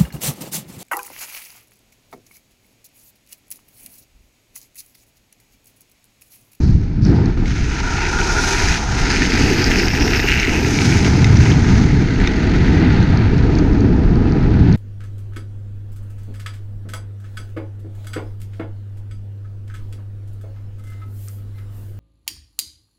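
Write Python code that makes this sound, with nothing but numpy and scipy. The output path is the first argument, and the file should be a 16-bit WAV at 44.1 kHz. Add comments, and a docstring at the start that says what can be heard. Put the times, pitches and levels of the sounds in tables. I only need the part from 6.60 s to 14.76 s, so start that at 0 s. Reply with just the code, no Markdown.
"""A longboard rolls fast on asphalt, its wheels droning, wind buffeting the microphone of a camera aboard.
From about 1 s the wheels break loose and howl in a sideways slide; from 2.5 s they scrub hardest.
Harder scrub means more separate slips; louder hiss brings more fine abrasion on top.
Near 3.2 s the wheels begin to catch in slower hops, then grip and roll on, still lightly scrubbing.
Grit ticks on the board and cracks knock it on the way; the camera's housing hollows the midrange."""
import sys
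import numpy as np
from scipy import signal
from scipy.fft import rfft, irfft, next_fast_len
from scipy.io import wavfile
from scipy.ndimage import map_coordinates

SR = 44100
rng = np.random.default_rng(int(sys.argv[2]) if len(sys.argv) > 2 else 0)


def pcm_store(signal):
    """Save signal as 16-bit PCM."""
    levels = np.round(np.clip(np.atleast_2d(signal), -1, 1) * 32767)
    wavfile.write(sys.argv[1], SR, levels.astype(np.int16).T)


N = 359856

# friction of the sideways slide: t/s, scrub level/dB, hiss level/dB
SLIDE = [(0, -47.5, -46), (0.4, -47.5, -63), (0.84, -42.5, -51.5), (0.875, -34, -39), (1.2, -30.5, -34),
         (1.7, -37, -27), (1.9, -27.5, -23.5), (2.16, -22.5, -26), (2.2, -34.5, -30), (2.27, -36.5, -31.5),
         (2.52, -23, -28.5), (3.55, -24.5, -33.5), (3.85, -28, -38.5), (4.12, -29, -28), (4.7, -30, -34),
         (5.2, -33, -36.5), (5.5, -31, -42), (6.25, -29, -42.5), (6.64, -32.5, -50.5), (6.95, -36, -48.5),
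         (7.4, -41.5, -55.5), (8.16, -36.5, -54.5)]
# moments when the wheels dig in or skim, lifts signed:
# t/s, length/s, scrub lift/dB, hiss lift/dB, rolling loss/dB, added bite/1
DIGS = [(1.364, 0.12, 7.5, -1, 1, 0), (2.377, 0.025, 4, 3, -1.5, 0.03), (2.782, 0.14, 0.5, 2, -2, 0.3),
        (3.099, 0.088, 2.5, 2.5, -1, 0.36), (3.28, 0.035, -0.5, -5.5, 4.5, 0.1),
        (3.477, 0.11, 1, 1.5, 1.5, 0), (3.6, 0.015, -4, 0, 7, 0), (3.654, 0.2, 7.5, 6, 5, 0.25),
        (3.875, 0.1, 5, 4.5, -1.5, 0.46), (4.206, 0.27, 3, 3, -1.5, 0), (4.798, 0.11, 3.5, 4.5, 1, 0.34),
        (5.077, 0.13, 3.5, 2.5, -2.5, -2.5), (5.58, 0.1, 1.5, -1, -1, 0),
        (6.207, 0.057, 1, -3.5, -2.5, 0.04)]
DIG_RISE_S, DIG_FALL_S = 0.0056, 0.036
# power share of separate slips: in light scrub, its ceiling; scrub level that adds a full share
JUDDER_REST, JUDDER_MOST, JUDDER_FULL_DB = 0.16, 0.97, -15
# slower, harder hops as the wheels begin to catch: their power share of the scrub, the bite they add
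CHATTER_START_S, CHATTER_LENGTH_S, CHATTER_RISE_S, CHATTER_FALL_S = 3.2, 0.62, 0.12, 0.32
CHATTER_SHARE, CHATTER_BITE = 0.66, 0.11
# bite: weight of the scrub's upper resonance; at rest, and added while the board is sideways
BITE_REST, BITE_SIDEWAYS = 0.071, 0.29
SIDEWAYS_START_S, SIDEWAYS_LENGTH_S, SIDEWAYS_RISE_S, SIDEWAYS_FALL_S = 0.94, 3.44, 0.06, 0.58
# finest abrasion: level at the given hiss level, growth with hiss
FIZZ_DB, FIZZ_AT_HISS_DB, FIZZ_DB_PER_HISS_DB = -46.5, -25.5, 2.4
# hardest sliding, one long swell: the abrasion and drift it adds
HARD_START_S, HARD_LENGTH_S, HARD_RISE_S, HARD_FALL_S = 2.52, 1.6, 0.27, 0.85
HARD_FIZZ_DB, HARD_DRIFT = -53.5, 0.16
# wheels singing in the bend, pitch sinking as they grip again: t/s, level/dB, f/Hz
SING = [(0.9, -62, 2360), (1.45, -35.5, 2440), (2.1, -33, 2410), (2.24, -47, 2440), (2.6, -45, 2490),
        (3.55, -33, 2580), (3.7, -26, 2710), (3.88, -33, 2720), (4.1, -37, 2400), (4.4, -32.5, 2160),
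        (4.7, -40, 2150), (5.3, -35.5, 2040), (5.63, -38, 2010), (6.3, -35, 1960), (6.9, -63, 1890)]
# bright resonance wandering through the hardest sliding: t/s, level/dB, f/Hz
SIZZLE = [(2.25, -72, 5080), (2.42, -31, 4880), (2.65, -34, 4900), (2.8, -29.5, 4700), (3.1, -31, 4920),
          (3.38, -30.5, 5340), (3.55, -30, 5160), (3.8, -44, 4980), (4.24, -40.5, 5200), (4.5, -38.5, 4870),
          (4.9, -51, 5000), (5.4, -70, 5050)]
SING_HALF_WIDTH_HZ, SIZZLE_HALF_WIDTH_HZ = 180, 420
# thin abrasive spray at the very top: t/s, level/dB
SPRAY = [(2.4, -97.5), (2.7, -60), (2.95, -49), (3.4, -50), (3.62, -44), (3.85, -54.5), (4.05, -50),
         (4.3, -70.5), (4.7, -105)]

# howls as the wheels break loose: t/s, length/s, level of a fully risen howl/dB
HOWLS = [(0.99, 1.04, -25), (2.094, 0.37, -24.5)]
HOWL_RISE_S, HOWL_FALL_S, HOWL_WANDER = 0.46, 0.12, 0.018  # wander: fraction of pitch
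# wheel resonances: f/Hz, half width/Hz, level/dB
WHEEL_MODES = [(940, 37, 2.5), (1419, 59, 6.5)]
# unevenly worn wheel, slower as it turns sideways: t/s, turn rate f/Hz
TURNS = [(1.6, 33), (1.72, 21.5), (2.1, 23)]
THROB_DB, THROB_AT_S = 2.5, 1.417  # swing per turn; a moment when the worn spot is down

# wheels on the road: t/s, drone level/dB, roar level/dB
ROLL = [(0, -24, -38), (0.2, -33, -47.5), (0.95, -29, -40.5), (1.3, -29.5, -32), (1.6, -25, -28.5),
        (2.1, -26.5, -26), (2.27, -34, -28), (2.5, -22, -29), (2.9, -19, -29.5), (3.6, -19.5, -27),
        (4.25, -21, -30), (4.7, -20, -27), (5.5, -20.5, -33.5), (6.2, -16.5, -29), (6.55, -20.5, -29),
        (6.9, -16, -31), (8.16, -18.5, -32.5)]
# rough asphalt: t/s, length/s, lift level/dB
ROUGH = [(0.44, 0.2, 12), (0.76, 0.037, 8)]
ROUGH_RISE_S, ROUGH_FALL_S = 0.02, 0.11
# growth of unevenness per dB of lift; fraction of the lift passed to scrub and hiss
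ROUGH_LUMPS_PER_DB, ROUGH_SCRUB = 0.15, 0.41
# power share of the drone ringing in the wheels: at rest; howl level that adds a full share
DRIFT_REST, DRIFT_FULL_DB = 0.12, -17

# wheels knocking over cracks and pebbles: t/s, level/dB, deck pitch ratio/1, metal ring re level/dB
KNOCKS = [(0.857, -21.5, 1.1, -8), (1.42, -15, 0.74, -20), (1.452, -16, 1, -16), (1.588, -10.5, 0.76, -20),
          (1.614, -13.5, 1.2, -16), (1.777, -15, 0.78, -20), (1.946, -13, 0.92, -18),
          (2.0852, -12, 0.91, -14), (2.456, -12, 0.92, -16), (2.503, -13.5, 0.9, -12),
          (2.62, -7.5, 0.92, -16), (2.63, -12, 1.01, -16), (2.72, -12, 1.08, -14), (3.202, -12.5, 1.1, -16),
          (3.282, -12.5, 1.03, -12), (3.35, -13, 0.97, -10), (3.375, -13.5, 0.93, -9),
          (3.479, -12, 1.07, -12), (3.537, -13.5, 0.97, -16), (3.5992, -7, 1, -13),
          (3.6285, -14, 0.84, -13), (3.701, -10, 1.27, -16), (3.717, -9, 1.13, -16),
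          (3.7967, -10.5, 1.2, -14), (3.8306, -9, 1.13, -18), (3.8495, -11, 0.97, -16),
          (3.873, -11.5, 1.1, -16), (3.8936, -12.5, 1.05, -16), (4.047, -15.5, 1.04, -14),
          (4.1878, -10, 1.15, -14), (4.207, -14.5, 1.08, -12), (4.3246, -13.5, 1.2, -14),
          (4.447, -17, 1.08, -14), (4.6442, -10, 1.04, 3.5), (4.8625, -16, 1.03, -10),
          (4.917, -19, 1.6, -5), (5.0446, -19, 0.86, -10), (5.601, -18, 0.92, -14),
          (5.614, -16.5, 0.97, -10), (5.674, -12, 0.98, 6.5)]
# deck modes: f/Hz, level/dB, t60/s
DECK_MODES = [(1610, 0, 0.0075), (1970, 7, 0.011), (2470, 0, 0.013)]
# axle modes, before pitch scaling: f/Hz, level/dB, t60/s
AXLE_MODES = [(3880, -3.5, 0.017), (5530, -2, 0.0066), (6150, -4, 0.0076)]
KNOCK_ATTACK_S, CRACK_DB = 0.0008, -5  # contact time constant; crack re the knock

# grit pinging off the board: t/s, level/dB, ring f/Hz
GRIT = [(0.4497, -23, 5560), (0.657, -25, 4300), (1.2007, -20.5, 5040), (2.0856, -13.5, 5000),
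        (2.502, -11.5, 4900), (3.0413, -7, 5000), (3.2816, -12.5, 5040), (3.798, -13, 5230),
        (4.7696, -16.5, 5840), (6.428, -26, 4030), (6.573, -21, 4400), (6.779, -30, 5200),
        (6.952, -24, 4450), (6.986, -20.5, 4560), (7.206, -25.5, 4400), (7.5552, -31, 4600),
        (7.721, -30, 4400), (8.1256, -24.5, 4230)]
TICK_RING_DB, TICK_RING_T60_S, TICK_RING_HALF_WIDTH_HZ = -3.5, 0.007, 206  # level re chip
SAND_PER_S, SAND_DB, SAND_DB_PER_ROAR_DB = 15, -39.5, 0.6  # level at a roar of 0 dB

# jolts that shake the gear: t/s, length/s, lift level/dB
JOLTS = [(0, 0.04, 14), (0.405, 0.071, 16), (0.53, 0.1, 7.5)]
JOLT_RISE_S, JOLT_FALL_S = 0.03, 0.14
RATTLE_DB, RATTLE_DB_PER_DRONE_DB = -50.5, 0.19  # level at a drone of 0 dB

# airflow over the microphone, weak while the board is sideways: t/s, strength level/dB
WIND = [(0, -14), (0.12, -14.5), (0.27, -21.5), (0.42, -13.5), (0.6, -13), (0.74, -20.5), (0.8, -18.5),
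        (1.1, -26), (1.5, -26.5), (1.9, -26.5), (2.8, -20.5), (3.9, -25), (4.17, -23), (4.3, -16),
        (5.3, -12), (5.72, -18), (6.05, -13), (7.7, -15.5), (8.16, -10.5)]
# eddies and lulls, lifts signed: t/s, length/s, deep lift/dB, flutter lift/dB
GUSTS = [(0.017, 0.17, 4, 1.5), (0.385, 0.1, 0.5, 4), (0.97, 0.063, 10, 1), (1.988, 0.12, 7, 1),
         (3.0, 0.27, 1, -0.5), (3.99, 1, -7.5, 4), (4.846, 0.15, -2, -3), (5.14, 0.4, -4, 0),
         (5.66, 0.09, 2, -8), (6.095, 0.21, -1.5, 2), (6.44, 0.042, 1, -3), (7.09, 0.16, 0.5, 1.5),
         (7.902, 0.17, -3, 1)]
GUST_RISE_S, GUST_FALL_S = 0.067, 0.037
BUFFET_DB, BUFFET_DB_PER_WIND_DB = -13, 0.31  # level at a wind of 0 dB

# relative spectra, all f/Hz, level per Hz/dB
# scrub: ordinary, then of wheels pushed hard
SCRUB = [(600, -14), (1100, -7.5), (1450, 2), (1950, -0.5), (2400, -2.5), (3100, -9.5), (4500, -8.5),
         (6500, -38.5), (7800, -41.5), (15000, -68)]
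SQUEAL = [(900, -30.5), (1500, -0.5), (2100, 6), (2620, 5.5), (3000, -1), (3450, -21), (6500, -34.5),
          (7800, -53.5), (15000, -71)]
# friction hiss, fine abrasion, thin spray: f/Hz, level/dB
HISS = [(1500, -1.5), (3000, -7.5), (4100, -2.5), (4550, -3.5), (5050, 0.5), (5600, 0), (6350, 2),
        (6900, -4.5), (7500, -15), (9500, -24), (12000, -34), (16000, -62.5)]
FINE = [(5000, -28.5), (7500, 7.5), (9000, 4), (11000, 1.5), (13000, -5.5), (15000, -23)]
THIN = [(9000, -32), (11400, -23), (12200, -2.5), (13500, -6), (15300, -17)]
# drone of the deck, low wheel resonance in a sideways slip, road roar: f/Hz, level/dB
DRONE = [(90, -17.5), (190, -4), (285, 0.5), (350, -5.5), (420, -16.5), (490, -11.5), (620, -16),
         (1200, -61)]
GROAN = [(150, -14), (300, -10), (370, -1), (415, 0), (470, -11), (560, -9), (1000, -65.5)]
ROAR = [(300, -29), (520, 4), (640, -2), (710, 0.5), (850, 3.5), (950, 0.5), (1300, -2), (1800, -7),
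        (3000, -21), (7000, -43)]
# small hard parts, also sand: f/Hz, level/dB
TINNY = [(2800, -21), (3750, -8), (4300, 0), (5000, 0.5), (5800, -5), (6600, -14), (7400, -20),
         (12000, -49.5)]
# wind's deep buffeting and its flutter: f/Hz, level/dB
BUFFET = [(8, -21), (20, -3.5), (33, 0), (48, -2.5), (68, -2), (100, -12), (200, -49.5), (500, -75.5)]
FLUTTER = [(40, -10), (78, 1.5), (115, 2.5), (200, -3.5), (300, -15), (500, -37.5), (1500, -54),
           (5000, -92.5)]

# hollows of the housing: f/Hz, width scale/Hz, depth level/dB
HOUSING = [(557.3, 59, 18), (1105, 94, 10.5)]
TOP_HZ = 15300


def sliding(rough_db, dig_db, dig_hiss_db, dig_bite, howling, hard_slide):
    """Stick-slip and smooth friction excite scrub, hiss, song and howl; grain impacts add the sizzle and spray."""
    scrub_db, hiss_db = np.array(curves(SLIDE)) + ROUGH_SCRUB * rough_db + [dig_db, dig_hiss_db]
    judder = np.clip(JUDDER_REST + amp(scrub_db - JUDDER_FULL_DB) ** 2, 0, JUDDER_MOST)
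    sideways = swell(SIDEWAYS_START_S, SIDEWAYS_LENGTH_S, SIDEWAYS_RISE_S, SIDEWAYS_FALL_S)
    catching = swell(CHATTER_START_S, CHATTER_LENGTH_S, CHATTER_RISE_S, CHATTER_FALL_S)
    chatter = CHATTER_SHARE * catching
    bite = np.clip(BITE_REST + BITE_SIDEWAYS * sideways + CHATTER_BITE * chatter + dig_bite, 0, 1)
    rasp = slips(median_rate_hz=210, scatter=0.45, spread_db=2.2, decay_s=0.0007)
    load = amp(0.36 * wobble(28) + 1.12 * wobble(130))  # shifting weight on the wheels

    def friction(slip_share):
        """Slips and smooth rubbing mixed by power under one load."""
        return load * (np.sqrt(slip_share) * rasp + np.sqrt(1 - slip_share) * noise())

    hops = slips(median_rate_hz=150, scatter=0.4, spread_db=2, decay_s=0.0004)
    # catching wheels trade the fine rasp for hops
    rub = np.sqrt(1 - chatter) * friction(judder) + np.sqrt(chatter) * hops
    scrub_tone = (1 - bite) * coloured(rub, SCRUB) + bite * coloured(rub, SQUEAL)
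    scrub = amp(scrub_db + 0.73 * wobble(70)) * scrub_tone
    # higher bands: less slip, more smooth abrasion
    hiss = amp(hiss_db + 0.64 * wobble(80)) * coloured(friction(0.58 * judder), HISS)
    fizz_db = FIZZ_DB + FIZZ_DB_PER_HISS_DB * (hiss_db - FIZZ_AT_HISS_DB)
    abrasion = amp(fizz_db) + amp(HARD_FIZZ_DB) * hard_slide
    fizz = abrasion * amp(0.95 * wobble(41)) * coloured(friction(0.16 * judder), FINE)
    sizzle_grains = impacts(rate_hz=1200, spread_db=3.5)
    sizzle = amp(2.1 * wobble(45)) * gliding(sizzle_grains, SIZZLE, SIZZLE_HALF_WIDTH_HZ)
    sing = gliding(friction(judder), SING, SING_HALF_WIDTH_HZ)
    spray = amp(curves(SPRAY)[0]) * coloured(impacts(rate_hz=1400, spread_db=4.0), THIN)
    return scrub + hiss + fizz + sizzle + spray + sing + howling * howl(friction(judder))


def howl(rub):
    """Friction rings two hollow wheel resonances that wander in pitch and throb once a turn."""
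    turns = np.cumsum(curves(TURNS)[0]) / SR
    turns = turns - np.interp(THROB_AT_S, np.arange(N) / SR, turns)
    throb = amp(THROB_DB * np.cos(2 * np.pi * turns) + 1.5 * wobble(45))
    rings = 0
    for hz, half_width_hz, db in WHEEL_MODES:
        pitch_hz = hz * (1 + HOWL_WANDER * wobble(13))
        rings = rings + amp(db + wobble(14)) * resonant(rub * throb, pitch_hz, half_width_hz, order=1)
    return unit(filtered(rings, lambda f: 1 / (1 + (f / 3000) ** 4)))  # urethane swallows the treble


def rolling(lift_db, howling, hard_slide):
    """Thousands of stone impacts a second excite deck, wheels and road roar; rough patches swell them."""
    drone_db, roar_db = curves(ROLL)
    drift = np.clip(DRIFT_REST + howling / amp(DRIFT_FULL_DB) + HARD_DRIFT * hard_slide, 0, 1)
    patches = wobble(40) * (1 + ROUGH_LUMPS_PER_DB * np.maximum(lift_db, 0))
    deck = coloured(impacts(rate_hz=2500, spread_db=2.0), DRONE)
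    wheels = coloured(impacts(rate_hz=900, spread_db=1), GROAN)
    drone = amp(drone_db + 0.59 * patches) * (np.sqrt(1 - drift) * deck + np.sqrt(drift) * wheels)
    roar = amp(roar_db + 0.75 * patches) * coloured(impacts(rate_hz=2000, spread_db=1.5), ROAR)
    return amp(lift_db) * (drone + roar)


def knocks():
    """A wheel hits a crack or pebble: a noise crack, the deck's hollow clack, a ring of the axle."""
    out = np.zeros(N + SR)
    for s, db, pitch, metal_db in KNOCKS:
        crack = amp(CRACK_DB) * snap(1400, 5100, t60_s=0.012, order=3)
        knock = crack + ringing(DECK_MODES, pitch) + amp(metal_db) * ringing(AXLE_MODES, 0.95)
        out[round(s * SR):][:len(knock)] += amp(db) * knock
    return out[:N]


def ringing(modes, pitch):
    """Struck modes decay as sines, level and phase varying from blow to blow."""
    t = np.arange(SR // 25) / SR
    tones = 0
    for hz, db, t60_s in modes:
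        decay = amp(db + rng.normal() - 60 * t / t60_s)
        tones = tones + decay * np.sin(2 * np.pi * (pitch * hz * t + rng.random()))
    return tones * (1 - np.exp(-t / KNOCK_ATTACK_S))


def grit():
    """Each stone gives a bright chip and a brief ring; sand ticks in between."""
    out = np.zeros(N + SR)
    for s, db, ring_hz in GRIT:
        chip = snap(3870, 6540, t60_s=0.0062, order=6)
        lo_hz, hi_hz = ring_hz - TICK_RING_HALF_WIDTH_HZ, ring_hz + TICK_RING_HALF_WIDTH_HZ
        ring = snap(lo_hz, hi_hz, t60_s=TICK_RING_T60_S, order=3)
        tick = chip + amp(TICK_RING_DB) * ring
        out[round(s * SR):][:len(tick)] += amp(db) * tick
    grains = impacts(rate_hz=SAND_PER_S, spread_db=3)
    sand_db = SAND_DB + SAND_DB_PER_ROAR_DB * curves(ROLL)[1]
    return out[:N] + amp(sand_db) * coloured(grains, TINNY)


def rattle():
    """Road vibration keeps small hard parts chattering; jolts shake them harder."""
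    drone_db = curves(ROLL)[0]
    jolt_db = swells(JOLTS, JOLT_RISE_S, JOLT_FALL_S)
    level_db = RATTLE_DB + RATTLE_DB_PER_DRONE_DB * drone_db + jolt_db
    return amp(level_db) * coloured(impacts(rate_hz=1100, spread_db=0.0), TINNY)


def wind():
    """Large eddies thump the microphone, smaller ones flutter; one airflow curve drives both."""
    wind_db, = curves(WIND)
    start, length, *lifts = np.transpose(GUSTS)
    deep_db, flutter_db = [swells(zip(start, length, lift), GUST_RISE_S, GUST_FALL_S) for lift in lifts]
    buffet_db = BUFFET_DB + BUFFET_DB_PER_WIND_DB * wind_db + deep_db
    buffet = amp(buffet_db + 1.4 * wobble(17)) * coloured(noise(), BUFFET)
    unsteady_db = 0.61 * wobble(11) + 1.2 * wobble(50)
    flutter = amp(wind_db + flutter_db + unsteady_db) * coloured(noise(), FLUTTER)
    return buffet + flutter


def slips(median_rate_hz, scatter, spread_db, decay_s):
    """Stick-slip: urethane grips for an uneven while, then lets go in a short rasp; rms 1."""
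    chance = rng.standard_normal((6000, 2))
    holds_s = np.exp(scatter * chance[:, 0]) / median_rate_hz
    at = (np.cumsum(holds_s) * SR).astype(int)
    size = amp(spread_db * np.clip(chance[:, 1], -2, 2))
    releases = np.bincount(at[at < N], size[at < N], N)
    envelope = signal.lfilter([1], [1, -np.exp(-1 / (decay_s * SR))], releases)
    return unit(envelope * noise())


def impacts(rate_hz, spread_db):
    """Impulses at random moments, of scattered size and either sign; rms 1."""
    size = amp(spread_db * np.clip(noise(), -2, 2)) * np.sign(noise())
    return unit((rng.random(N) < rate_hz / SR) * size)


def snap(lo_hz, hi_hz, t60_s, order):
    """A short dying burst of band-limited noise, peak 1."""
    t = np.arange(SR // 25) / SR
    burst = rng.standard_normal(len(t)) * (1 - np.exp(-t / 0.00017)) * amp(-60 * t / t60_s)
    x = signal.sosfilt(signal.butter(order, [lo_hz, hi_hz], "band", fs=SR, output="sos"), burst)
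    return x / abs(x).max()


def gliding(x, rows, half_width_hz):
    """x in one resonance whose level and pitch follow (s, dB, Hz) rows."""
    db, hz = curves(rows)
    return amp(db) * resonant(x, hz, half_width_hz, order=2)


def resonant(x, hz, half_width_hz, order):
    """x in a moving resonance: shifted to 0 Hz, lowpassed, shifted back; rms 1."""
    carrier = np.exp(2j * np.pi * np.cumsum(hz) / SR)
    slow = signal.sosfilt(signal.butter(order, half_width_hz, fs=SR, output="sos"), x / carrier)
    return unit((slow * carrier).real)


def coloured(x, spectrum):
    """x through (Hz, dB) points that fall away past both ends; rms 1."""
    f, db = np.transpose(spectrum)
    f, db = np.r_[f[0] / 2, f, f[-1] * 2], np.r_[db[0] - 20, db, db[-1] - 20]
    return unit(filtered(x, lambda hz: amp(np.interp(np.log(hz + 1), np.log(f), db))))


def filtered(x, response):
    """x times a response of frequency."""
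    m = next_fast_len(N + SR // 4)
    return irfft(rfft(x, m) * response(np.fft.rfftfreq(m, 1 / SR)), m)[:N]


def noise():
    """White noise, rms 1."""
    return rng.standard_normal(N)


def wobble(knots_per_s):
    """A smooth curve through random knots."""
    return map_coordinates(rng.standard_normal(4096), [np.arange(N) * knots_per_s / SR], mode="wrap")


def curves(rows):
    """One value per sample for each column after the time."""
    s, *cols = np.transpose(rows)
    return [np.interp(np.arange(N) / SR, s, c) for c in cols]


def swell(start, length, rise, fall):
    """An envelope within 0-1: rises from start, holds until length has passed, then falls."""
    t = np.arange(N) / SR - start
    return np.clip(np.minimum(t, length) / rise, 0, 1) * np.clip(1 - (t - length) / fall, 0, 1)


def swells(rows, rise, fall):
    """The sum of one swell per (start, length, height) row."""
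    return sum(height * swell(start, length, rise, fall) for start, length, height in rows)


def amp(db):
    """Decibels to gain."""
    return 10 ** (np.asarray(db) / 20)


def unit(x):
    """Scale to rms 1."""
    return x / np.sqrt(np.mean(x ** 2) + 1e-20)


def scene():
    """All sources at one microphone; digs shift scrub, hiss, rolling and bite together."""
    rough_db = swells(ROUGH, ROUGH_RISE_S, ROUGH_FALL_S)
    start, length, *lifts = np.transpose(DIGS)
    dig_db, dig_hiss_db, loss_db, dig_bite = [
        swells(zip(start, length, lift), DIG_RISE_S, DIG_FALL_S) for lift in lifts]
    howling = swells([(s, held, amp(db)) for s, held, db in HOWLS], HOWL_RISE_S, HOWL_FALL_S)
    hard_slide = swell(HARD_START_S, HARD_LENGTH_S, HARD_RISE_S, HARD_FALL_S)
    slide = sliding(rough_db, dig_db, dig_hiss_db, dig_bite, howling, hard_slide)
    roll = rolling(rough_db - loss_db, howling, hard_slide)
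    return (slide + roll + knocks() + grit() + rattle() + wind())[None]


def record(dry):
    """The housing cuts two hollows; peaks are rounded, ends faded, all above TOP_HZ removed."""
    def hollows(f):
        """Gain of the housing."""
        return amp(-sum(db / (1 + ((f - hz) / width_hz) ** 2) ** 2 for hz, width_hz, db in HOUSING))

    x = filtered(dry[0], hollows)
    x = x / (1 + abs(x / 0.95) ** 6) ** (1 / 6)
    ends = swell(0, N / SR - 0.004, 0.004, 0.004)
    return filtered(x * ends, lambda f: f < TOP_HZ)[None]


dry = scene()
out = record(dry)
pcm_store(out)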